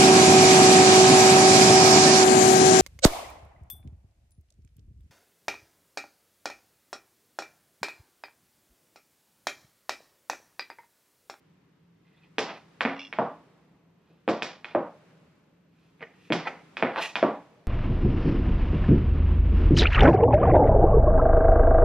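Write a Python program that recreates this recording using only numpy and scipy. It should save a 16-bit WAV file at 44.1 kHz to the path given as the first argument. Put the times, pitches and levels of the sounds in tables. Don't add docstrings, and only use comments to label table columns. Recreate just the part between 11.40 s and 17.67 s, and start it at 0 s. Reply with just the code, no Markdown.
import sys
import numpy as np
from scipy import signal
from scipy.fft import rfft, irfft
from scipy.io import wavfile
from scipy.ndimage import uniform_filter1d

SR = 44100
rng = np.random.default_rng(int(sys.argv[2]) if len(sys.argv) > 2 else 0)


def boost_factor(decibels):
    exponent = np.asarray(decibels, float) / 20
    return 10 ** exponent


def put_to_file(sound):
    columns = np.atleast_2d(sound).T
    safe = np.clip(columns, -1, 1)
    whole_steps = np.round(safe * 32767)
    wavfile.write(sys.argv[1], SR, whole_steps.astype(np.int16))


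N = 276507


def read(points, hz):
    f, value = np.transpose(points)
    return np.interp(np.log(hz + 1), np.log(f + 1), value)


def evened(x):
    return x / np.sqrt(np.mean(x ** 2) + 1e-20)


def add(mix, s, sound):
    part = mix[round(s * SR):][:len(sound)]
    part += sound[:len(part)]


def resonate(x, hz, width):
    turn = np.exp(2j * np.pi * np.cumsum(hz * np.ones(len(x))) / SR)
    r = np.exp(-np.pi * width / SR)
    return 2 * (turn * signal.lfilter([1 - r], [1, -r], x / turn)).real


def band(x, lo_hz, hi_hz):
    sos = signal.butter(2, [lo_hz, min(hi_hz, SR / 2.2)], "band", fs=SR, output="sos")
    return signal.sosfilt(sos, x)


# start of the rise in seconds, start of the fall in seconds, full lift in dB.
HISS_SWELLS = [(-.9, 0, 3), (.55, 1.95, 9), (2.7, 3.7, 9), (4.3, 5.95, 12)]
SWELL_RISE_S, SWELL_FALL_S = .8, .5


def swell_db(t):
    lift_db = 0
    for start, end, db in HISS_SWELLS:
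        rise, fall = (t - start) / SWELL_RISE_S, 1 - (t - end) / SWELL_FALL_S
        lift_db = lift_db + db * np.clip(np.minimum(rise, fall), 0, 1)
    return lift_db


# frequency in Hz, relative level in dB.
HISS_SPECTRUM = [(24, -57), (40, -28), (69, -12), (109, -8), (172, -1.5), (213, -12.5), (297, -5),
                 (335, -19.5), (377, -10), (637, -24), (1050, -22.5), (2430, -27.5), (12000, -51),
                 (15600, -83.5), (22000, -120)]
# frequency in Hz, side minus mid in dB.
HISS_SIDE = [(60, -11.5), (130, -24), (290, -7), (640, -2), (1410, -4.5), (3100, -2.5), (6820, 0.5),
             (15000, -2)]
HISS_DB, PATCH_DB = -66, .43


def hiss():
    frames, hz = N // 256 + 5, np.fft.rfftfreq(1024, 1 / SR)
    a, b, c, d, patches = rng.standard_normal((frames, 513, 5)).T
    patches = evened(uniform_filter1d(uniform_filter1d(patches, 10, 0), 14, 1))
    lift_db = swell_db(np.arange(frames) * 256 / SR)
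    share = np.clip(np.log(hz / 200 + 1) / 1.6, 0, 1)[:, None]
    shape = (boost_factor(read(HISS_SPECTRUM, hz)) * np.minimum(hz / 90, 1) ** 3)[:, None]
    side = (c + 1j * d) * boost_factor(read(HISS_SIDE, hz))[:, None]
    z = np.array([a + 1j * b, side]) * shape
    steady = np.std(signal.istft(z[0], nperseg=1024, noverlap=768)[1])
    moving = z * boost_factor(PATCH_DB * patches + share * lift_db)
    noise = signal.istft(moving, nperseg=1024, noverlap=768)[1][:, :N] / steady
    return boost_factor(HISS_DB) * band(noise, 41, 20000)


HUM_HZ, HUM_WIDTH_HZ, HUM_DB, HUM_SIDE_DB = 166, 28, -65.5, -26.5


def hum():
    tones = []
    for noise in rng.standard_normal((2, N)):
        once = resonate(noise, HUM_HZ, HUM_WIDTH_HZ)
        tones.append(evened(resonate(once, HUM_HZ, HUM_WIDTH_HZ)))
    return boost_factor([[HUM_DB], [HUM_DB + HUM_SIDE_DB]]) * tones


# frequency in Hz, rms level in dB in the mid signal.
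WHINE_TONES = [(13001, -100), (13028, -99)]
WHINE_SIDE_DB = .5


def whine():
    t = np.arange(N) / SR
    pair = [sum(boost_factor(db) * np.sqrt(2) * np.sin(2 * np.pi * (f * t + rng.random())) for f, db in WHINE_TONES)
            for _ in "ms"]
    return boost_factor([[0], [WHINE_SIDE_DB]]) * pair


def air():
    mid, side = hiss() + hum() + whine()
    return np.array([mid + side, mid - side])


# frequency in Hz, width in Hz, gain in dB.
STRAP_MODES = [(1960, 83, 12.5), (2540, 440, 22.5), (3560, 1000, 7), (5700, 170, -19)]
SLIPS_PER_S, SLIP_SPREAD_DB, WHISTLE_WIDTH_HZ = 3400, 2.5, 190


def scuff(level_db, whistle_hz, whistle_share, low_db, bright_db):
    n = len(level_db)
    chance, size, sign = rng.random(n), rng.exponential(1, n), rng.standard_normal(n)
    slips = (chance < SLIPS_PER_S / SR) * boost_factor(SLIP_SPREAD_DB * np.minimum(size, 4)) * sign
    slips += .15 * sign
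    body = sum(boost_factor(db) * resonate(slips, f, width) for f, width, db in STRAP_MODES)
    body += .23 * band(slips, 1900, 4500)
    whistle = resonate(resonate(slips, whistle_hz, WHISTLE_WIDTH_HZ), whistle_hz, WHISTLE_WIDTH_HZ)
    share = np.clip(whistle_share, 0, 1)
    low = evened(band(slips, 450, 1500))
    bright = evened(band(band(slips, 4600, 12500), 2600, 14500))
    sound = (1 - share) * evened(band(body, 1400, 4000)) + share * evened(whistle)
    sound += boost_factor(low_db) * low + boost_factor(bright_db) * bright
    return boost_factor(level_db) * sound * signal.windows.tukey(n, .15)


SCUFF_ROOM_DB = -6.5
# start in seconds, length in seconds, level in dB, first frequency in Hz, last frequency in Hz.
SQUEAKS = [(.63, .26, -70, 2050, 2050), (.75, .06, -71, 3150, 3950), (.808, .045, -64, 2620, 2480)]
STUTTER_DB, STUTTER_S = 3, .012


def squeaks():
    sounds = []
    for s, length, db, first_hz, last_hz in SQUEAKS:
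        u = np.arange(SR // 3) / SR / length
        stutter = evened(uniform_filter1d(rng.standard_normal(len(u)), round(STUTTER_S * SR)))
        level_db = db - 12 * (2 * u - 1) ** 4 + STUTTER_DB * stutter
        glide_hz = first_hz + (last_hz - first_hz) * np.minimum(u, 1)
        sound = scuff(level_db, glide_hz, whistle_share=.55, low_db=-13, bright_db=-24)
        sounds.append((s, sound, SCUFF_ROOM_DB))
    return sounds


def rung(db, modes, rise_s):
    t = np.arange(SR // 2) / SR
    ring = sum(boost_factor(db + d - 60 * t / t60) * np.sin(2 * np.pi * f * t) for f, d, t60 in modes)
    return ring * (1 - np.exp(-t / rise_s))


# start in seconds, level in dB, central frequency in Hz, T60 of the upper mode in seconds.
BOOMS = [(0.982, -22, 418, 0.16), (1.45, -17.5, 266.2, 0.34), (1.786, -10.5, 632, 0.031),
         (2.878, -18, 308.5, 0.18), (2.878, -14.5, 473, 0.065), (3.346, -29, 333, 0.26),
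         (3.35, -8, 570, 0.045), (4.625, -29, 446, 0.061), (4.903, -14, 295.3, 0.12), (4.91, -29, 160, .25),
         (4.92, -23, 363, 0.26), (5.425, -24.5, 238.5, 0.15), (5.425, -16, 620, 0.03),
         (5.826, -19, 285.3, 0.23), (5.828, -1, 622, 0.024)]


def booms():
    sounds = []
    for s, db, f, t60 in BOOMS:
        modes = [(.96 * f, -8, .73 * t60), (1.03 * f, -4, t60)]
        sounds.append((s, rung(db, modes, rise_s=.77 / f), -6))
    return sounds


# nominal frequency in Hz, relative level in dB, T60 in seconds.
BOARD_MODES = [(160, -6, .3), (222, -4, .3), (290, -4, .25), (400, -6, .15), (480, -3, .2), (550, -5, .15),
               (620, -2, .2), (700, -5, .05), (870, -3, .06), (990, -4, .1), (1200, -4, .09),
               (1500, -6, .06), (2000, -6, .04), (2500, -3, .03), (3500, -6, .025), (4600, -9, .02)]
RING_DB, RING_SPREAD_DB = -8, 4.5


def board_ring(t):
    ring = 0
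    for f, db, t60 in BOARD_MODES:
        unevenness, detuning = rng.standard_normal(2)
        level = boost_factor(db + RING_SPREAD_DB * unevenness - 60 * t / t60)
        tone = np.sin(2 * np.pi * f * (1 + .014 * detuning) * t)
        ring = ring + level * tone / np.sqrt(t60 * SR * 500 / f * 10)
    return boost_factor(RING_DB) * ring


# lower edge in Hz, upper edge in Hz.
BLOW_BANDS = [(300, 800), (800, 1600), (1600, 3000), (3000, 4800), (4800, 8000)]
# frequency in Hz, level over the nearest band in dB.
BLOW_ENDS = [(40, -57.5), (110, -26.5), (230, -7), (8500, -8), (11000, -14), (16000, -53)]
LEAD_S = .01
TICK_DB, TICK_PER_HARDNESS = 5, .48
SWEEP_S, AIR_SWEEP_S = .001652, .0009
BOARD_PATH_DB, AIR_LAG_S = -11, .0008


def blow(clack_db, knock_db, rap_db, snap_db):
    size = 16384
    hz, t = np.fft.rfftfreq(size, 1 / SR), np.arange(size) / SR
    tick_db = TICK_DB + TICK_PER_HARDNESS * snap_db
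    levels = clack_db + np.array([knock_db, rap_db, 0, tick_db, snap_db])
    density = [(np.sqrt(lo * hi), db - 20 * np.log10(2 * (hi - lo) / SR))
               for (lo, hi), db in zip(BLOW_BANDS, levels)]
    ends = [(f, db + density[0 if f < 1000 else -1][1]) for f, db in BLOW_ENDS]
    slowness = np.sqrt(1000 / np.maximum(hz, 120))

    def delayed(delay_s):
        return np.exp(-2j * np.pi * np.cumsum(LEAD_S + delay_s) * SR / size)

    through_boards = boost_factor(BOARD_PATH_DB) * delayed(SWEEP_S * slowness)
    airborne = delayed(AIR_LAG_S + AIR_SWEEP_S * slowness)
    pulse = boost_factor(read(sorted(density + ends), hz)) * (through_boards + airborne)
    sound = irfft(pulse * (1 + rfft(board_ring(t))))
    return sound * np.hanning(2 * size)[size:] * np.minimum(t / LEAD_S, 1)


# weight as knock at 300-800 Hz, flatness of contact as rap at 800-1600 Hz, hardness as snap at 4.8-8 kHz.
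BLOWS = [(0.9824, -15, -5, -2.5, -16), (1.0924, -28, -9, -16, -40), (1.4071, -12.5, -16, -1.5, -30),
         (1.4502, -13, -6.5, -3, -47), (1.7264, -22.5, -14.5, -6.5, -35), (1.7863, -27.5, 11, 16.5, -36),
         (2.6994, -63.5, 12, -19, -35), (2.8776, -23, 5.5, 4.5, -32), (2.8874, -21.5, 4, 3, -19),
         (3.0214, -19, -8.5, -4, -16), (3.2443, -25, -18.5, -6, -30), (3.3108, -50, 2, 2, -36),
         (3.3483, -28, 12, 13, -44), (4.595, -50, -20, -25, -50), (4.6071, -34, -8.5, -17.5, -58),
         (4.6261, -32, -10, -17, -56), (4.9025, -24, 8, -7, -52), (4.9218, -14, -8, -2.5, -20),
         (5.0734, -21, -11, -8, -56), (5.3686, -21.5, -15.5, -5, -27), (5.3962, -30, -6, -6, -27),
         (5.4244, -11.5, -3, -1.5, -48), (5.5593, -23, -8, 5.5, -40), (5.7548, -16, -14.5, -1.5, -25),
         (5.77, -24, -14, -11, -40), (5.8268, -20.5, 7.5, 10, -39)]
ROOM_DB, ROOM_DB_PER_KNOCK_DB = 7.5, .0837


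def blows():
    return [(s - LEAD_S, blow(clack, knock, rap, snap), ROOM_DB + ROOM_DB_PER_KNOCK_DB * knock)
            for s, clack, knock, rap, snap in BLOWS]


# loudest moment in seconds, time to fade by 20 dB in seconds, level in dB,
# low part in dB, bright part in dB.
SCUFFS = [(1.1, .07, -43, 2, -28), (1.166, .04, -50, 0, -18), (2.71, .2, -74, 0, -12),
          (3.312, .04, -55, -8, -22), (4.44, .25, -75, -4, -5), (4.627, .016, -43, 2, -46),
          (4.85, .2, -63, -20, -8), (5.058, .012, -45, 8, -40), (5.076, .016, -28, -1, -45),
          (5.588, .04, -36, 8, -20), (5.622, .022, -28, -8, -8), (5.645, .08, -33, -8, -14)]
SCUFF_RISE, RUB_HZ = 1.1, 2000
WHISTLE_PER_DULL_DB = .021


def rubs():
    t = np.arange(-SR // 8, SR // 8) / SR
    sounds = []
    for s, fade_s, db, low_db, bright_db in SCUFFS:
        level_db = db - 20 * np.maximum(t, -t / SCUFF_RISE) / fade_s
        sound = scuff(level_db, RUB_HZ, -WHISTLE_PER_DULL_DB * bright_db, low_db, bright_db)
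        sounds.append((s + t[0], sound, SCUFF_ROOM_DB))
    return sounds


# time of landing in seconds, level in dB, frequency of the lower mode in Hz.
PINGS = [(1.4072, -17, 1940), (1.7265, -28.5, 2243), (3.0215, -18, 2493), (3.2445, -28, 2540),
         (3.311, -36, 2400), (4.6064, -37.5, 1954), (4.6269, -23, 1860), (4.9217, -12, 2105),
         (5.3692, -24, 2570), (5.7548, -13, 2390)]
PING_T60, PING_ROOM_DB = .026, -2


def pings():
    sounds = []
    for s, db, f in PINGS:
        modes = [(f, -9, PING_T60), (1.55 * f, -17, .8 * PING_T60)]
        sounds.append((s + AIR_LAG_S, rung(db, modes, rise_s=.0003), PING_ROOM_DB))
    return sounds


# start in seconds, level in dB.
CREAKS = [(1.565, -44), (1.578, -45), (1.5926, -29), (1.606, -35), (1.6155, -30), (1.63, -38),
          (1.6485, -35), (1.668, -39)]
# nominal frequency in Hz, nominal level in dB, nominal T60 in seconds.
BUCKLE_MODES = [(2350, -5, .015), (2750, 0, .022), (3420, -4, .016), (4100, -7, .008), (4900, -8, .008),
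                (5380, -4, .013)]
CREAK_ROOM_DB, CREAK_GRIT_S = -9, .0014


def creaks():
    t = np.arange(600) / SR
    sounds = []
    for s, db in CREAKS:
        scatter = rng.standard_normal((len(BUCKLE_MODES), 3)).clip(-2, 2)
        modes = BUCKLE_MODES * (1 + [.015, .25, .2] * scatter)
        grit = (rng.random(len(t)) < .06) * np.exp(-t / CREAK_GRIT_S) + (t == 0)
        sound = signal.fftconvolve(rung(db, modes, rise_s=.00033), grit / np.linalg.norm(grit))
        sounds.append((s, sound, CREAK_ROOM_DB))
    return sounds


# frequency in Hz, gain in dB.
SHOE_SHADE = [(2500, 0.5), (4500, 0), (8000, -9.5)]
# delay in seconds, gain in dB.
ECHOES = [(.0012, -11), (.0058, -15.5), (0.009, -6.5), (0.0135, -19.5), (.021, -37)]


def straight_and_echoed(near):
    near = irfft(rfft(near) * boost_factor(read(SHOE_SHADE, np.fft.rfftfreq(N, 1 / SR))), N)
    echoed = near.copy()
    for s, db in ECHOES:
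        add(echoed, s, boost_factor(db) * near)
    return echoed


# frequency in Hz, T60 in seconds.
ROOM_T60 = [(100, 0.29), (200, .4), (400, 0.27), (800, .52), (1600, .48), (3200, 0.52), (6400, 0.39),
            (9000, 0.15), (13000, .11)]
# frequency in Hz, relative level in dB.
ROOM_COLOUR = [(100, 18), (300, -0.5), (700, 4), (1500, -2.5), (3000, -5), (6000, 11.5), (12000, 1.5)]
# frequency in Hz, likeness from 0 to 1.
ROOM_LIKENESS = [(100, .985), (300, .98), (600, .99), (1500, .97), (3000, .88), (5000, .6), (9000, .75)]
PLACES = 6
HALL_DB, HALL_T60 = -38, 3.1
BEND_DB, BEND_S = 10, .2


def rooms():
    taps = rng.choice([-1., 1.], (PLACES, 2, SR)) * (rng.random((PLACES, 2, SR)) < .08)
    taps[..., :130] = 0
    hz, t, z = signal.stft(taps, SR, nperseg=256)
    room_db = -60 * t / read(ROOM_T60, hz)[:, None] - BEND_DB * (t / BEND_S) ** 3
    fall = boost_factor(room_db) + boost_factor(HALL_DB - 60 * t / HALL_T60)
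    same = np.clip(read(ROOM_LIKENESS, hz), 0, 1)[:, None]
    apart = np.sqrt((1 - same) / (1 + same))
    z = np.stack([z[:, 0] + apart * z[:, 1], z[:, 0] - apart * z[:, 1]], 1) * fall
    z /= np.sqrt(np.sum(abs(z) ** 2, -1).mean((0, 1)))[:, None]
    coloured = z * boost_factor(read(ROOM_COLOUR, hz))[:, None]
    tails = signal.istft(coloured, SR, nperseg=256)[1][..., :SR]
    tails[..., :100] = 0
    return tails / np.sqrt(np.sum(tails ** 2, -1).mean())


def feet():
    near, wet = np.zeros(N), np.zeros((PLACES, N))
    sounds = blows() + booms() + pings() + creaks() + rubs() + squeaks()
    for k, (s, sound, room_db) in enumerate(sounds):
        add(near, s, sound)
        add(wet[k % PLACES], s, boost_factor(room_db) * sound)
    reverberant = signal.fftconvolve(wet[:, None], rooms(), axes=2)[..., :N].sum(0)
    return straight_and_echoed(near) + reverberant


# frequency in Hz, lead of the left in radians.
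PORT_PHASE = [(1000, -.06), (2900, -.22), (4200, -.7), (6000, -1.2), (7700, -2.2), (9000, -2.5),
              (15000, -2.6)]
# frequency in Hz, left minus right in dB.
PORT_BALANCE = [(60, 0.5), (240, 0.5), (950, -1), (3770, -1.5), (15000, 1.5)]


def ports(x):
    hz = np.fft.rfftfreq(N, 1 / SR)
    half = np.exp(.5j * read(PORT_PHASE, hz)) * boost_factor(.5 * read(PORT_BALANCE, hz))
    return irfft(rfft(x) * np.array([half, 1 / half]), N)


def scene():
    return ports(band(feet(), 110, 19000)) + air()


def low_pass(x):
    return signal.sosfilt(signal.butter(12, 15700, fs=SR, output="sos"), x)


def record(dry):
    return low_pass(dry)


dry = scene()
out = record(dry)
put_to_file(out)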